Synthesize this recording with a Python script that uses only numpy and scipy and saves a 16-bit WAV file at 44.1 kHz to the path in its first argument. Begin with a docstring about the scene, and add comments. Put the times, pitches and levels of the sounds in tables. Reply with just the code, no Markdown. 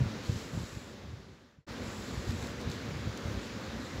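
"""On a bed, close up: a kitten plays with a wad of tissue paper over room hiss, rumble and faint hum.
Paws thud and the body scuffles on the mattress, fur rubs the sheet, the sliding tissue whispers,
claws and creases tick. The whole sound fades steadily to silence, then comes back abruptly."""
import sys
import numpy as np
from scipy import signal
from scipy.fft import rfft, irfft, next_fast_len
from scipy.io import wavfile
from scipy.ndimage import uniform_filter1d

SR = 44100
rng = np.random.default_rng(int(sys.argv[2]) if len(sys.argv) > 2 else 0)


def master_out(mix):
    """Clip the mix to full scale and print it as 16-bit PCM to the path in sys.argv[1]."""
    frames = np.transpose(np.atleast_2d(mix))
    ceiling = np.clip(frames, -1, 1)
    pcm = np.round(ceiling * 32767).astype(np.int16)
    wavfile.write(sys.argv[1], SR, pcm)


N = 4 * SR


def amp(db):
    return 10 ** (np.asarray(db) / 20)


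def unit_rms(x):
    return x / np.sqrt(np.mean(x ** 2) + 1e-20)


def add(mix, start_s, sound):
    part = mix[max(round(start_s * SR), 0):][:len(sound)]
    part += sound[:len(part)]


def coloured(x, spectrum):
    """Filter by (freq_hz, gain_db) points on a log axis; white noise keeps its power."""
    size = next_fast_len(len(x) + SR // 10)
    hz = np.fft.rfftfreq(size, 1 / SR)
    freq_hz, gain_db = np.transpose(spectrum)
    gain = amp(np.interp(np.log(hz + 1), np.log(freq_hz), gain_db))
    return irfft(rfft(x, size) * unit_rms(gain), size)[:len(x)]


def pressure(strokes, swell_s=0.035, release_s=0.05):
    """Rubbing envelope: each stroke swells, holds and dies away."""
    envelope = np.zeros(N)
    for start_s, length_s, level_db in strokes:
        t = np.arange(0, length_s, 1 / SR)
        ramp = np.clip(np.minimum(t / swell_s, (length_s - t) / release_s), 0, 1)
        add(envelope, start_s, amp(level_db) * np.sqrt(ramp))
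    return envelope


def friction(spread_db, hiss_ratio, slips_per_s=2500):
    """Tiny random fibre slips over smooth hiss."""
    slips = (rng.random(N) < slips_per_s / SR) * rng.choice([-1., 1.], N)
    sizes = amp(spread_db * np.minimum(rng.exponential(1, N), 4))
    return unit_rms(unit_rms(slips * sizes) + hiss_ratio * rng.standard_normal(N))


def paw_thuds(rise_s=0.00051, decay_s=0.0053, gain_db=3.5):
    """Each paw presses the mattress, which swings back once or twice."""
    # paw impacts: start_s, relative_level_db, pitch_hz
    impacts = [(0.0058, -20, 138), (0.0134, -24.5, 131), (0.0204, -21, 107), (0.0356, -25.5, 107),
               (0.059, -26, 110), (0.070, -26, 115), (0.295, -15.5, 113), (0.324, -23, 100),
               (0.332, -31, 100), (0.359, -24.5, 106), (0.5751, -18, 126.7), (0.608, -29, 110),
               (0.635, -25, 109), (0.728, -32, 102), (0.769, -24.5, 112.3), (1.138, -27, 90),
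               (1.586, -17.5, 140), (1.606, -25, 100), (1.849, -33, 70), (2.177, -24, 82),
               (2.194, -27.5, 100), (2.293, -21.5, 90.5), (2.346, -33, 80), (2.425, -29, 70),
               (2.674, -26, 144), (2.697, -25.5, 122), (3.05, -35, 85), (3.0733, -24.5, 122),
               (3.256, -22.5, 75), (3.282, -28, 95), (3.374, -23, 79.4)]
    out, t = np.zeros(N), np.arange(SR // 10) / SR
    envelope = (1 - np.exp(-t / rise_s)) * np.exp(-t / decay_s)
    for start_s, level_db, pitch_hz in impacts:
        add(out, start_s, -amp(level_db + gain_db) * envelope * np.sin(2 * np.pi * pitch_hz * t))
    return out


def body_scuffles():
    """The body shifts on the mattress: dull bursts of noise."""
    # body movements: start_s, length_s, level_db
    strokes = [(0.0, 0.053, -32), (.31, 0.097, -40), (.51, .15, -34.5), (1.02, 0.22, -39),
               (1.27, 0.11, -39), (1.81, 0.11, -44), (2.06, .13, -41), (2.26, 0.18, -39), (2.63, .1, -43),
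               (2.86, 0.17, -38.5), (3.04, 0.07, -36), (3.26, .13, -44.5), (3.92, 0.13, -39.5)]
    # scuffle spectrum: freq_hz, gain_db
    spectrum = [(25, -44), (50, -2.5), (80, 1), (130, 0), (200, -6), (350, -18.5), (700, -27), (2000, -52),
                (16000, -86)]
    return coloured(rng.standard_normal(N) * pressure(strokes), spectrum)


def body_rolls():
    """The kitten rolls over: a grainy midrange rub of the sheet."""
    # rolls: start_s, length_s, level_db
    strokes = [(.04, 0.092, -58), (.42, 0.12, -57), (2.28, 0.21, -57), (2.78, 0.296, -56),
               (3.08, 0.35, -56.5)]
    # rub spectrum: freq_hz, gain_db
    spectrum = [(100, -25), (500, -12), (900, -3), (1500, -14.5), (2200, 1), (3000, -15), (8000, -25.5),
                (16000, -42)]
    return coloured(friction(spread_db=4.5, hiss_ratio=0.84) * pressure(strokes), spectrum)


def fur_brushes():
    """Fur and paws brush the sheet: brighter friction."""
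    # brush strokes: start_s, length_s, level_db
    strokes = [(.22, 0.26, -51), (.355, 0.046, -57), (.52, 0.27, -53), (2.27, 0.052, -47),
               (2.34, 0.19, -59.5), (2.595, 0.041, -50), (2.68, .1, -56), (3.22, 0.15, -57)]
    # fur-on-cloth spectrum: freq_hz, gain_db
    spectrum = [(100, -37), (1000, -1), (2500, -5.5), (4000, -1), (6200, -3.5), (7600, -9), (8600, -18),
                (16000, -23)]
    return coloured(friction(spread_db=1.5, hiss_ratio=0.66) * pressure(strokes), spectrum)


def tissue_slides():
    """Soft paper slides in equal-sized slips: a thin, high whisper."""
    # slides: start_s, length_s, level_db
    strokes = [(.25, 0.12, -59), (.355, 0.087, -55), (.41, 0.14, -58), (.52, .33, -55), (.82, 0.14, -58.5),
               (1.82, 0.34, -57), (2.13, 0.3, -58.5), (2.39, 0.15, -58), (2.69, 0.093, -59),
               (3.41, 0.077, -58), (3.81, 0.16, -62)]
    # paper spectrum: freq_hz, gain_db
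    spectrum = [(500, -27), (3000, -9), (6300, -5.5), (7100, 0.5), (7800, 0.5), (8300, -18.5), (11300, -12),
                (12300, -18), (15500, -20)]
    return coloured(friction(spread_db=0, hiss_ratio=0.9) * pressure(strokes), spectrum)


def ticks(decay_s=0.00087, tail_s=0.0037, tail_db=-16.5):
    """Claws and creases snap: sharp noise bursts with a slight tail."""
    # snaps: start_s, level_db
    snaps = [(2.3071, -39.5), (2.321, -42), (2.4265, -39.5), (2.4382, -42), (2.446, -44), (2.471, -42),
             (2.614, -42.5), (2.701, -41), (2.7163, -36.5), (3.175, -35)]
    # snap spectrum: freq_hz, gain_db
    spectrum = [(300, -32), (2500, -12), (3800, 8), (5000, 2), (6800, 2.5), (8600, -10), (12000, -10),
                (16000, -18)]
    out, t = np.zeros(N), np.arange(SR // 50) / SR
    envelope = np.exp(-t / decay_s) + amp(tail_db) * np.exp(-t / tail_s)
    for start_s, level_db in snaps:
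        add(out, start_s, amp(level_db) * envelope * rng.standard_normal(len(t)))
    return coloured(out, spectrum)


def room_noise(level_db=-41, drift_db=1.0):
    """Steady hiss and rumble; patches of the spectrum drift faintly in level."""
    # room spectrum: freq_hz, gain_db
    spectrum = [(22, -9), (36, -15.5), (55, -1), (115, -2.5), (175, -5.5), (218, 1.5), (290, -4.5),
                (340, -6), (410, -9), (495, -6.5), (670, -15), (1700, -15.5), (2900, -22), (4000, -20.5),
                (6100, -27), (7200, -28.5), (8500, -42), (11500, -42), (13000, -45), (16000, -45)]
    _, _, frames = signal.stft(rng.standard_normal(N), SR, nperseg=1024, noverlap=768)
    drift = uniform_filter1d(rng.standard_normal(frames.shape), size=20, axis=0)  # over frequency
    drift = unit_rms(uniform_filter1d(drift, size=14, axis=1))  # over time
    _, air = signal.istft(frames * amp(drift_db * drift), SR, nperseg=1024, noverlap=768)
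    return amp(level_db) * coloured(unit_rms(air[:N]), spectrum)


def room_hum(half_width_hz=8.7):
    """Narrow noise bands: faint tones that waver in level and pitch."""
    # hum tones: pitch_hz, level_db
    tones = [(109, -54), (385, -59.5), (572, -61.5), (1184, -68)]
    out, t = np.zeros(N), np.arange(N) / SR
    band = np.exp(-(np.fft.fftfreq(N, 1 / SR) / half_width_hz) ** 2)
    for pitch_hz, level_db in tones:
        waver = np.fft.ifft(band * np.exp(2j * np.pi * rng.random(N)))
        tone = (waver * np.exp(2j * np.pi * pitch_hz * t)).real
        out += amp(level_db) * unit_rms(tone)
    return out


def scene():
    """Mono sum at one close microphone."""
    room = room_noise() + room_hum()
    kitten = paw_thuds() + body_scuffles() + body_rolls() + fur_brushes()
    return (room + kitten + tissue_slides() + ticks())[None]


def record(dry, low_cut_hz=52, high_cut_hz=15720):
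    """Steep bass cut, linear fade to silence, quick return, low-pass."""
    fade_start_s, fade_end_s, return_s, rise_s = 0.06, 1.656, 1.666, 0.025
    t, hz = np.arange(N) / SR, np.fft.rfftfreq(2 * N, 1 / SR)
    high_pass = 1 / np.sqrt(1 + (low_cut_hz / (hz + 1)) ** 14)
    trimmed = irfft(rfft(dry, 2 * N) * high_pass)[:, :N]
    fade_out = np.clip((fade_end_s - t) / (fade_end_s - fade_start_s), 0, 1)
    fade_in = np.clip((t - return_s) / rise_s, 0, 1)
    low_pass = signal.firwin(511, high_cut_hz, window=("kaiser", 9), fs=SR)
    return signal.oaconvolve(trimmed * (fade_out + fade_in), low_pass[None], "same")


dry = scene()
out = record(dry)
master_out(out)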